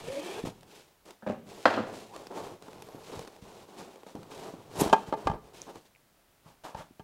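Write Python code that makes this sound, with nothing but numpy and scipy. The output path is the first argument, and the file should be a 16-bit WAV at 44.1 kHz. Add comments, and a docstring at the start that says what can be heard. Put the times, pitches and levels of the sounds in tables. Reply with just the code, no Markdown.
"""In a small room a cardboard sleeve is pulled off a moulded tray, tossed aside and lands with a slap.
Hands rub and turn the tray on a table; its lid scrapes free, knocks hollowly and is shoved aside.
Rubbing is noise made of countless slips, squeaks and rasps are gliding resonances, and blows are
bursts of noise with damped modes. The walls answer with a decaying tail over faint room noise."""
import sys
import numpy as np
from scipy import signal
from scipy.fft import rfft, irfft, next_fast_len
from scipy.io import wavfile
from scipy.ndimage import uniform_filter1d, map_coordinates

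SR = 44100
rng = np.random.default_rng(int(sys.argv[2]) if len(sys.argv) > 2 else 0)


def int16_out(signal):
    """Quantize to a 16-bit WAV file."""
    q = np.round(np.clip(np.atleast_2d(signal).T, -1, 1) * 32767)
    wavfile.write(sys.argv[1], SR, q.astype(np.int16))


N = 310023  # length in samples

# The quiet room's noise. Each row: frequency in Hz, relative level in dB.
AIR_SPECTRUM = [(12, -34.5), (20, -6), (27, 0), (419, -5.5), (456, -5.5), (603, -5), (1650, -11.5),
                (3040, -14.5), (5470, -17.5), (7650, -18.5), (10100, -18.5), (11000, -19), (15800, -18.5)]
# Decay of the room's tail. Each row: frequency in Hz, t60 (time to fall 60 dB) in seconds.
ROOM_DECAY = [(100, 1), (300, 0.42), (900, 0.37), (2500, 0.56), (5000, 0.6), (14000, 0.21)]

# The sleeve rubs along the tray as it is pulled off; layer gains follow.
# Each row: time in seconds, then body, hiss and rumble before those gains in dB.
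SLEEVE_SLIDE = [(0.0, -43, -52, -68), (0.03, -49, -55.5, -50), (0.084, -43, -48.5, -46),
                (0.142, -45, -48, -59), (0.214, -45.5, -50, -58), (0.28, -40.5, -46.5, -77),
                (0.4, -38.5, -51, -49), (0.425, -50.5, -56, -47)]
# Hiss of card on plastic. Each row: frequency in Hz, relative level in dB.
CARD_SPECTRUM = [(820, -45), (1400, -9), (1500, -14), (1770, -4), (2040, -8.5), (2320, -3.5), (2960, -6.5),
                 (3250, -5), (4820, -10), (7310, -13), (9330, -15.5), (14600, -26.5), (15800, -34.5)]
# Body of the rubbed tray. Each row: frequency in Hz, relative level in dB.
TRAY_SPECTRUM = [(76, -38), (130, -22), (183, -2.5), (244, -4.5), (335, -0.5), (372, 1.5), (477, 1.5),
                 (551, -2), (884, -4), (957, -5.5), (1050, -7), (1750, -21), (3000, -35), (3900, -46),
                 (6600, -120)]
# The tray shifting on the table. Each row: frequency in Hz, relative level in dB.
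RUMBLE_SPECTRUM = [(20, -5.5), (45, -16), (110, 1), (170, 0), (260, -13.5), (500, -53)]
# The air cavity between sleeve and tray sings upward as the sleeve slides off.
# Each row: time in seconds, base resonance in Hz, level in dB.
CAVITY_GLIDE = [(.02, 112.8, -68), (.1, 190.7, -59), (.19, 299, -43), (.27, 358, -41.5), (.34, 400, -54),
                (.39, 435, -35.5), (.42, 460, -62)]
# The cavity's overtones. Each row: ratio to the base resonance, relative level in dB.
CAVITY_OVERTONES = [(1.001, 7), (2.029, -7), (3.801, -14.5)]
# The sleeve chatters as it slides. Each row: time in seconds, mean slip rate in Hz, mean level in dB.
SLEEVE_CHATTER = [(.05, 446, -55), (.085, 496, -38), (.11, 543, -39), (.14, 548, -42), (.178, 552, -33.5),
                  (.2, 554, -42), (.23, 520, -58)]
# The sleeve's edge rasps. Each row: time in seconds, base resonance in Hz, level before a gain in dB.
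EDGE_RASP = [(.08, 2200, -65), (.22, 2260, -56), (.3, 2370, -56), (.37, 2430, -55), (.41, 2500, -79)]
# The edge's resonances glide together. Each row: ratio to the base resonance, relative level in dB.
RASP_RATIOS = [(1, 3), (1.12, -1), (1.39, 1.5), (1.5, -4)]

# Soft bumps of the tray against the table.
# Each row: time in seconds, peak in dB, corner frequency in Hz, t60 in seconds.
TABLE_THUDS = [(0.439, -24, 380, 0.071), (0.472, -30, 259, 0.17), (2.947, -34, 450, 0.07),
               (3.171, -38, 200, .2), (3.424, -40.5, 220, 0.13), (4.151, -30, 420, 0.32),
               (4.538, -34.5, 380, 0.14), (4.786, -31, 161, 0.096), (4.818, -12.5, 452, 0.081),
               (4.86, -25, 244, 0.073), (5.084, -33.5, 218, 0.069), (5.258, -28.5, 134, .12),
               (5.297, -22.5, 179, 0.12), (6.46, -46.5, 224.4, 0.067), (6.748, -37, 190, .1),
               (6.908, -45.5, 330, 0.079), (6.997, -40, 200, 0.14)]

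# Hands slide and turn the tray, one stroke a row; layer gains follow.
# Each row: start, attack, hold and release in seconds, level in dB, hiss and rumble over level in dB.
HAND_STROKES = [ (0.449, 0.0048, 0.022, 0.065, -39.5, -7.5, -2), (0.53, .03, 0.039, 0.35, -61, -8, 2),
                (0.66, .08, .05, 0.17, -57.5, 0.5, -23), (1.052, .008, 0.047, 0.077, -53, -4.5, -15),
                (1.44, 0.092, 0.11, 0.054, -52, -3.5, -7), (1.47, 0.044, .01, .08, -52.5, -16, -9.5),
                (1.85, .03, .03, 0.13, -44.5, -14.5, -11), (1.91, .05, 0.033, 0.26, -49, -3.5, -8),
                (2.12, .045, 0.0064, 0.35, -48, -7.5, -9), (2.302, 0.022, 0.048, 0.14, -39, -20, -20),
                (2.33, .05, 0.066, 0.19, -43.5, -9.5, -11.5), (2.49, .04, 0.0091, 0.064, -48, -16, -5.5),
                (2.61, .03, 0.383, 0.12, -52.5, -9.5, -7.5), (2.98, .14, 0.11, .07, -48.5, -5, -9),
                (3.11, .025, .01, 0.12, -42.5, -17, -12), (3.27, .02, 0.079, 0.16, -56.5, -7, -13),
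                (3.41, .02, .2, 0.096, -54, -6, -4.5), (3.66, .04, 0.21, 0.43, -54, -8.5, -22),
                (3.76, .05, 0.0053, 0.123, -45, -8, -14), (4.06, .01, 0.0343, 0.16, -51, -9, -20),
                (4.15, .02, 0.148, .1, -54.5, -12, -6.5), (4.29, .05, .01, 0.26, -48.5, -5, -12),
                (4.36, .04, 0.058, 0.28, -44, -11, -12), (4.57, .04, .12, .05, -56.5, -9.5, -2),
                (4.69, .05, .02, .05, -50.5, -6.5, -5.5), (4.745, 0.022, .02, .04, -40, -8, -5),
                (4.785, .025, .005, 0.089, -29.5, -4, -15.5), (4.81, .02, 0.027, 0.18, -32, -16, -20),
                (4.97, .03, 0.012, 0.18, -47.5, -9, -11), (5.055, .03, 0.0093, 0.076, -45, -12, -14),
                (5.16, .02, 0.092, 0.089, -45.5, -14, -11.5), (5.32, .02, 0.0063, 0.066, -39, -30.5, -12),
                (5.41, .04, 0.0264, 0.24, -57.5, -11, -11), (5.53, .02, 0.073, 0.21, -56.5, 1, -10),
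                (5.66, .045, 0.0041, 0.041, -42.5, -15, -24), (5.735, .02, 0.017, 0.1, -54.5, -5, -5),
                (5.845, 0.013, .005, .04, -66, 1, -14)]
# Hiss of the surface grain. Each row: frequency in Hz, relative level in dB.
GRAIN_SPECTRUM = [(820, -48), (1400, -4.5), (2020, -5), (2320, -3), (2960, -3), (3780, -3), (4820, -5.5),
                  (7240, -8), (9330, -12), (12000, -16.5), (15800, -24.5)]
# Fingertips catch and tap on the tray.
# Each row: time in seconds, nominal level in dB, low knock against the tick in dB before fixed factors.
FINGER_TAPS = [(0.609, -46.5, -14), (0.6316, -44.5, 2), (1.1076, -37.5, -4.5), (2.163, -34.5, 2.5),
               (2.2695, -34.5, -3), (2.6236, -40, 4), (2.6827, -49, 16.5), (2.7312, -42, 1),
               (2.8226, -35, -1.5), (3.193, -33, 2), (3.249, -45.5, 9), (3.276, -37.5, 3),
               (4.0332, -47.5, 10), (4.0656, -51.5, 17), (4.1535, -43.5, 9), (4.2316, -43, -13),
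               (4.3779, -40.5, -7), (5.7573, -41.5, 6)]
# Tiny sharp snaps. Each row: time in seconds, peak in dB, pitch in Hz.
SHARP_SNAPS = [(5.618, -26.5, 6175), (5.95, -50.5, 2410), (5.96, -51, 2260)]

# The sleeve lands and settles; a gain and a low cut follow.
# Each row: time in seconds, peak in dB, bass in dB, treble in dB, first rebound delay in seconds,
# first rebound loss in dB.
SLEEVE_SLAPS = [(1.224, -44.5, -19.5, -14.5, 0.007, 5.5), (1.265, -28, 5, -20, .008, 5),
                (1.298, -36.5, -4, -26.5, 0.0073, 2.5), (1.6555, -7, -7, -6.5, .0038, 10),
                (1.74, -26.5, 14.5, 5, .008, 7.5), (1.776, -19.5, 0.5, -29.5, 0.0098, 4.5)]
# Noise of the slap. Each row: frequency in Hz, relative level in dB.
SLAP_SPECTRUM = [(59, -83), (100, -9.5), (146, -17), (222, -6), (492, -4), (718, -2.5), (780, -5),
                 (1090, -9), (1700, -5.5), (2090, -16.5), (2230, -17), (2580, -16.5), (4260, -20),
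                 (5370, -29.5), (15000, -57.5)]
# Ring of the landing. Each row: frequency in Hz, mean relative level in dB, t60 in seconds.
SLEEVE_MODES = [(217, -13, .3), (497, 0, .07), (592, -11, .18), (1189, -15, .28), (1290, -11, .12),
                (1466, -11, .18), (1590, -10, .08), (1744, -9, .22), (1882, -23, .2), (2088, -17, .22),
                (2620, -26, .3), (2843, -26, .25), (3043, -23, .25), (3811, -25, .18), (4317, -28, .13)]
# Air in the hollow sleeve booms as it flexes. Each row: time in seconds, level before the low cut in dB.
SLEEVE_BOOMS = [(1.229, -41), (1.272, -24), (1.297, -20.5), (1.327, -31.5)]
# Ring of that air. Each row: frequency in Hz, mean relative level in dB, t60 in seconds.
HOLLOW_MODES = [(219.6, 0.5, .17), (395, -8, 0.1), (537, -4.5, 0.066), (606, -3, 0.1), (748, -5.5, 0.066)]
# The sleeve's edge skids along as it settles.
# Each row: start, attack, hold and release in seconds, level before the low cut in dB.
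EDGE_SKIDS = [(1.26, .012, .045, .05, -42.5), (1.652, 0.0088, 0.025, 0.26, -30)]
# Noise of the skid. Each row: frequency in Hz, relative level in dB.
SKID_SPECTRUM = [(120, -38.5), (300, 3.5), (700, 7), (1600, -12.5), (2300, -9.5), (4000, -20), (7000, -25),
                 (15000, -45)]

# A thumb drags on the rim. Each row: time in seconds, resonance in Hz, level in dB.
THUMB_DRAG = [(2.1, 730, -62), (2.13, 900, -49), (2.15, 1050, -49), (2.17, 1184, -62)]
# Hard contacts of lid and tray.
# Each row: time in seconds, peak in dB, bass in dB, treble in dB, first rebound delay in seconds,
# first rebound loss in dB.
LID_KNOCKS = [(2.372, -33.5, 0, 2, 0.0089, 2), (4.161, -37.5, 18, -1, 0.0086, 3),
              (4.812, -23.5, 21, 11, .009, 7), (4.86, -26, -2, 1, .008, 14),
              (4.897, -26.5, -18.5, 13, 0.0084, 14), (4.9285, -8, -6.5, -0.5, 0.00554, 2),
              (5.1255, -17.5, 1, -4, 0.012, 3.5), (5.271, -15, -4.5, 0, .027, 10.5),
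              (5.315, -28, 11, 4, 0.021, 10), (6.747, -31.5, -18, -1, 0.0054, 12.5),
              (6.996, -38.5, 5, 6.5, 0.0068, 8.5)]
# Noise of the knock. Each row: frequency in Hz, relative level in dB.
KNOCK_SPECTRUM = [(60, -74.5), (130, -11.5), (220, -4), (420, 1.5), (600, -1), (850, 5), (1020, -5.5),
                  (1250, -10), (1700, -22), (2200, -22.5), (3200, -23), (6000, -31), (11000, -42.5),
                  (15500, -57.5)]
# Ring of the lid. Each row: frequency in Hz, mean relative level in dB, t60 in seconds.
LID_MODES = [(424, -12.5, 0.28), (485, -15, .08), (666, -10.5, 0.1), (810, 0, 0.09), (894, -2, 0.098),
             (1187, -1, 0.061), (1310, -4.5, 0.033), (1620, -11.5, 0.076), (1740, -18, .07),
             (2056, -21, .1), (2487, -26.5, 0.15), (3100, -12, 0.045)]
# Skin squeaks thinly on the textured lid.
# Each row: time in seconds, base pitch in Hz, level before a gain in dB.
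SKIN_SQUEAK = [(2.78, 11300, -84), (2.83, 11700, -72), (2.87, 12200, -72), (2.9, 12000, -74),
               (2.95, 12400, -70), (3.0, 12000, -71), (3.05, 11600, -84)]
# Fingertips squeak side by side. Each row: ratio to the base pitch, relative level in dB.
FINGERTIP_RATIOS = [(.85, -10), (.95, -4), (1, 0), (1.15, -11)]
# The tight lid tears free with a bright scrape. Each row: time in seconds, centre in Hz, level in dB.
LID_SCRAPE = [(4.77, 8440, -60.5), (4.8, 8500, -38.5), (4.812, 9000, -29.5), (4.83, 9500, -52.5),
              (4.87, 9440, -53.5), (4.9, 9400, -74.5)]
# The lid is shoved aside on the table; layer gains follow.
# Each row: start, attack, hold and release in seconds, level in dB, hiss and rumble over level in dB.
LID_SHOVES = [(6.44, 0.042, 0.022, 0.073, -55.5, -8.5, -8), (6.635, 0.0094, 0.023, 0.11, -40.5, -11, -17.5),
              (6.75, 0.047, 0.012, 0.077, -43, -11.5, -8)]
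# Body of the lid on the table. Each row: frequency in Hz, relative level in dB.
SHOVE_SPECTRUM = [(76, -19.5), (130, -9), (183, -3), (391, -3.5), (584, 1.5), (812, 0.5), (870, 4.5),
                  (1780, -11.5), (2020, -16), (3500, -20), (4550, -43), (7700, -120)]

STROKE_FALL_DB = 23.5  # lost over one release time
FIDGET_SPAN_S = (2.55, 4.4)  # fainter taps fall at random while the tray is turned
FIDGET_LEAST_DB = -49  # lowest nominal level of a faint tap
SLEEVE_CUT_HZ = 60  # the sleeve's sounds fall away below this
TOP_HZ = 15850  # upper limit of the sound


def amp(db):
    """Level law: decibels to an amplitude ratio."""
    return 10 ** (np.asarray(db) / 20)


def unit(x):
    """Power normalisation: scale to rms 1."""
    return x / np.sqrt(np.mean(x ** 2) + 1e-20)


def along(points, hz):
    """Logarithmic pitch axis: read (Hz, value) points by interpolation in log frequency."""
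    point_hz, value = np.transpose(points)
    return np.interp(np.log(hz + 1), np.log(point_hz + 1), value)


def curves(rows):
    """Linear interpolation: a gate with soft edges, then one value per sample for each column."""
    s, *cols = np.transpose(rows)
    t = np.arange(N) / SR
    inside = np.minimum(t - s[0], s[-1] - t)
    gate = np.clip(inside / 0.019 + 1.7, 0, 1)  # the fades lie just outside the rows
    return [gate] + [np.interp(t, s, c) for c in cols]


def wobble(rate):
    """Band-limited randomness: a smooth curve through rate random knots a second."""
    knots = rng.standard_normal(int(N * rate / SR) + 4)
    if rate > 1000:
        return map_coordinates(knots, [np.arange(N) * rate / SR])
    coarse = np.arange(0, N, 16)  # slow curves need fewer points
    return np.interp(np.arange(N), coarse, map_coordinates(knots, [coarse * rate / SR]))


def filtered(x, response):
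    """Linear filtering: multiply the spectrum of x by a response of frequency."""
    m = next_fast_len(len(x) + 8192)
    return irfft(rfft(x, m) * response(np.fft.rfftfreq(m, 1 / SR)), m)[:len(x)]


def coloured(x, level_db):
    """Minimum phase: a causal filter whose gain in dB is a function of frequency."""
    size = 4096
    gain = np.maximum(amp(level_db(np.fft.rfftfreq(size, 1 / SR))), 1e-6)
    cepstrum = irfft(np.log(gain))
    cepstrum[1:size // 2] *= 2  # folding the cepstrum forward makes the filter causal
    cepstrum[size // 2 + 1:] = 0
    return signal.fftconvolve(x, irfft(np.exp(rfft(cepstrum))))[:len(x)]


def friction(spectrum, rate, grain_db, flutter_db, flutter_rate):
    """Dry friction: random slips of uneven size, bunched by the wavering grip, excite a spectrum."""
    happens = rng.random(N) < rate / SR  # rate: mean slips a second
    slips = happens * rng.standard_normal(N) * amp(grain_db * rng.standard_normal(N))
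    bunched = slips * amp(flutter_db * wobble(flutter_rate))
    return unit(coloured(bunched, lambda hz: along(spectrum, hz)))


def rubbing(gains, body_spectrum, hiss_spectrum, body_gain_db, hiss_gain_db, grip_db):
    """Sliding contact: an uneven grip drives a dull body and low rumble, beside a fine hiss."""
    body, hiss, rumble = gains
    grip = amp(grip_db * wobble(35))
    dull = friction(body_spectrum, rate=4000, grain_db=1.5, flutter_db=0.56, flutter_rate=90)
    fine = friction(hiss_spectrum, rate=12000, grain_db=0.3, flutter_db=1.3, flutter_rate=70)
    low = friction(RUMBLE_SPECTRUM, rate=1500, grain_db=6, flutter_db=1.1, flutter_rate=27)
    return (amp(body_gain_db) * body * grip * dull
            + amp(hiss_gain_db) * hiss * fine
            + amp(-2.0) * rumble * grip * low)


def strands(rows, partials, width_hz, waver):
    """Coupled resonances: several noise bands follow one glide, each wavering on its own."""
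    gate, hz, db = curves(rows)
    out = np.zeros(N)
    for ratio, level_db in partials:
        phase = 2 * np.pi * np.cumsum(ratio * hz * (1 + waver * wobble(30))) / SR
        band = wobble(width_hz) * np.sin(phase) + wobble(width_hz) * np.cos(phase)
        out += amp(level_db) * band
    return gate * amp(db) * unit(out)


def stick_slip(rows, jitter, jitter_rate, overtone_db, flutter_db):
    """Stick-slip oscillation: almost regular slips give an unsteady tone with a weak octave."""
    gate, hz, db = curves(rows)
    phase = 2 * np.pi * np.cumsum(hz * (1 + jitter * wobble(jitter_rate))) / SR
    tone = unit(np.sin(phase) + amp(overtone_db) * np.sin(2 * phase))
    return gate * amp(db + flutter_db * wobble(116)) * tone


def sleeve_slide():
    """Friction and cavity resonance: the sleeve rubs, chatters, sings and rasps along the tray."""
    gate, *slide_db = curves(SLEEVE_SLIDE)
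    out = rubbing(gate * amp(slide_db), TRAY_SPECTRUM, CARD_SPECTRUM,
                  body_gain_db=-2.5, hiss_gain_db=0, grip_db=.8)
    out += stick_slip(SLEEVE_CHATTER, jitter=0.035, jitter_rate=280, overtone_db=-30, flutter_db=3.0)
    out += strands(CAVITY_GLIDE, CAVITY_OVERTONES, width_hz=70, waver=.01)
    return out + amp(3.5) * strands(EDGE_RASP, RASP_RATIOS, width_hz=130, waver=.02)


def add(track, s, x):
    """Superposition: mix x into the track at time s in seconds."""
    part = track[max(round(s * SR), 0):][:len(x)]
    part += x[:len(part)]


def burst(t60):
    """Exponential decay: half a second holding a dying puff of noise."""
    t = np.arange(SR // 2) / SR
    return rng.standard_normal(len(t)) * amp(-60 * t / t60)


def crush(t60, push):
    """Contact force: a sharp push, then a dying crumble."""
    return burst(t60) + push * signal.unit_impulse(SR // 2)


def strength(x):
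    """Short-time power: scale a blow so its strongest 3 ms match the power of a sine of peak 1."""
    return x / np.sqrt(2 * uniform_filter1d(x * x, size=132).max() + 1e-20)


def thuds():
    """Soft contact: a push and crumble give a band below a corner frequency, thinning in the deep bass."""
    out = np.zeros(N)
    for s, db, corner_hz, t60 in TABLE_THUDS:
        def soft(hz):
            treble_loss = 1 + (hz / corner_hz) ** 8
            bass_loss = 1 + (corner_hz / (3.5 * hz + 1)) ** 4
            return -10 * np.log10(treble_loss * bass_loss)
        add(out, s, amp(db) * strength(coloured(crush(t60, push=29), soft)))
    return out


def stroke(start, attack, hold, release):
    """Speed envelope: a movement gathers speed, keeps it and dies away."""
    t = np.arange(N) / SR - start
    rise = np.sin(np.pi / 2 * np.clip(t / attack, 0, 1))
    return rise * amp(-STROKE_FALL_DB * np.clip((t - attack - hold) / release, 0, 10))


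def efforts(strokes):
    """Power addition: overlapping strokes sum in power to gains of body, hiss and rumble."""
    power = np.zeros((3, N))
    for start, attack, hold, release, db, hiss_db, rumble_db in strokes:
        levels = amp([[db], [db + hiss_db], [db + rumble_db]])
        power += levels ** 2 * stroke(start, attack, hold, release) ** 2
    return np.sqrt(power)


def fingers():
    """Impulsive excitation: taps tick and knock the tray; the smallest snaps ring a few cycles."""
    out = np.zeros(N)
    faint = []
    for when, force, flesh in rng.random(size=(8, 3)):
        faint.append((np.interp(when, (0, 1), FIDGET_SPAN_S), FIDGET_LEAST_DB + 5 * force, 8 * flesh))
    for s, db, knock_db in list(FINGER_TAPS) + faint:
        tick = strength(coloured(crush(0.016, push=4), lambda hz: along(GRAIN_SPECTRUM, hz)))
        knock = strength(coloured(crush(0.034, push=10), lambda hz: along(TRAY_SPECTRUM, hz)))
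        add(out, s, amp(db) * (tick / 2 + amp(knock_db) * knock * np.sqrt(.5)))
    for s, db, pitch_hz in SHARP_SNAPS:
        def peak(hz):
            detuning = hz / pitch_hz - pitch_hz / (hz + 1)
            return -30 * np.log10(1 + (3 * detuning) ** 2)
        snap = coloured(signal.unit_impulse(SR // 10), peak)
        add(out, s, amp(db) * snap / np.abs(snap).max())
    return out


def ring(modes):
    """Modal decay: damped modes of alternating sign, struck at slightly new strengths each time."""
    t = np.arange(SR // 2) / SR
    out = np.zeros(len(t))
    for k, (hz, db, t60) in enumerate(modes):
        envelope = amp(db + 2 * rng.normal() - 60 * t / t60)
        out += (-1) ** k * envelope * np.sin(2 * np.pi * hz * t)
    return out


def rebounds(rows, count, spread, steepen, bass_db, treble_db):
    """Inelastic bouncing: contacts grow weaker and farther apart; rebounds differ in colour."""
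    out = []
    for s, db, bass, treble, gap, loss in rows:
        for k in range(count):
            again = k > 0
            out.append((s, db - loss * k ** steepen, bass + bass_db * again, treble + treble_db * again))
            s += gap * spread ** k
    return out


def blows(rows, spectrum, modes, crush_t60, push, ring_db, bass_hz, treble_hz):
    """Impact: each blow crushes the surface and rings the panel; its hardness colours both alike."""
    out = np.zeros(N)
    for s, db, bass_db, treble_db in rows:
        def hardness(hz):
            bass = bass_db / (1 + (hz / bass_hz) ** 4)
            treble = treble_db / (1 + (treble_hz / (hz + 1)) ** 4)
            return bass + treble
        crushing = strength(coloured(crush(crush_t60, push), lambda hz: along(spectrum, hz)))
        hit = crushing + amp(ring_db) * strength(ring(modes))
        add(out, s, amp(db) * strength(coloured(hit, hardness)))
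    return out


def sleeve_landing():
    """Impact and cavity ring: the empty sleeve touches, booms, falls flat and skids to rest."""
    contacts = rebounds(SLEEVE_SLAPS, count=4, spread=1.85, steepen=.6, bass_db=7, treble_db=7)
    out = amp(1.5) * blows(contacts, SLAP_SPECTRUM, SLEEVE_MODES, crush_t60=0.053, push=7.8,
                           ring_db=-10.0, bass_hz=281.1, treble_hz=1790)
    for s, db in SLEEVE_BOOMS:
        add(out, s, amp(db) * strength(ring(HOLLOW_MODES)))
    rattle = friction(SKID_SPECTRUM, rate=2000, grain_db=2.5, flutter_db=2.4, flutter_rate=120)
    out += rattle * sum(amp(db) * stroke(*timing) for *timing, db in EDGE_SKIDS)
    return filtered(out, lambda hz: (1j * hz / (1j * hz + SLEEVE_CUT_HZ)) ** 2)


def resonance(rows, width_hz):
    """Resonant filtering: friction noise held in one gliding band, its width set by width_hz."""
    gate, hz, db = curves(rows)
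    phase = 2 * np.pi * np.cumsum(hz) / SR
    band = wobble(width_hz) * np.sin(phase) + wobble(width_hz) * np.cos(phase)
    return gate * amp(db) * unit(band)


def hands():
    """Friction of skin: strokes rub the tray, fingertips tap it, a thumb drags and skin squeaks."""
    out = rubbing(efforts(HAND_STROKES), TRAY_SPECTRUM, GRAIN_SPECTRUM,
                  body_gain_db=0.58, hiss_gain_db=-0.45, grip_db=1.25)
    out += fingers() + resonance(THUMB_DRAG, width_hz=300)
    return out + amp(-0.5) * strands(SKIN_SQUEAK, FINGERTIP_RATIOS, width_hz=160, waver=.016)


def lid():
    """Impact and friction: the lid scrapes free and knocks on the rim of the tray."""
    contacts = rebounds(LID_KNOCKS, count=3, spread=5.3, steepen=3.1, bass_db=4.5, treble_db=-2.0)
    knocks = blows(contacts, KNOCK_SPECTRUM, LID_MODES, crush_t60=0.044, push=5.2,
                   ring_db=-5.5, bass_hz=320, treble_hz=2420)
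    return knocks + resonance(LID_SCRAPE, width_hz=7500)


def lid_shoves():
    """Sliding contact: the lid rubs on the table as it is shoved aside."""
    return rubbing(efforts(LID_SHOVES), SHOVE_SPECTRUM, GRAIN_SPECTRUM,
                   body_gain_db=-2.5, hiss_gain_db=-1.0, grip_db=-0.2)


def room(x):
    """Reverberation: the walls answer with a noise tail whose highest treble dies first."""
    hz, t, bands = signal.stft(rng.standard_normal(SR), SR, nperseg=256)
    decay = amp(-60 * t / along(ROOM_DECAY, hz)[:, None])
    tail = signal.istft(bands * decay, SR, nperseg=256)[1]
    response = np.pad(tail / np.linalg.norm(tail), (SR // 150, 0))  # the tail starts after 1/150 s
    return signal.fftconvolve(x, response)[:N]


def room_air():
    """Stationary noise: a steady, shaped hush fills the quiet room."""
    hush = filtered(rng.standard_normal(N), lambda hz: amp(along(AIR_SPECTRUM, hz)))
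    return amp(-66.0) * unit(hush)


def scene():
    """Direct-to-reverberant ratio: the tray is close and dry, the sleeve lands farther off."""
    near = sleeve_slide() + thuds() + hands() + lid() + lid_shoves()
    far = sleeve_landing()
    walls = amp(-19) * room(near) + amp(-9.5) * room(far)
    return (near + far + walls + room_air())[None]


def record(dry):
    """Band limiting: only what lies below the upper limit is kept."""
    return filtered(dry[0], lambda hz: hz < TOP_HZ)[None]


dry = scene()
out = record(dry)
int16_out(out)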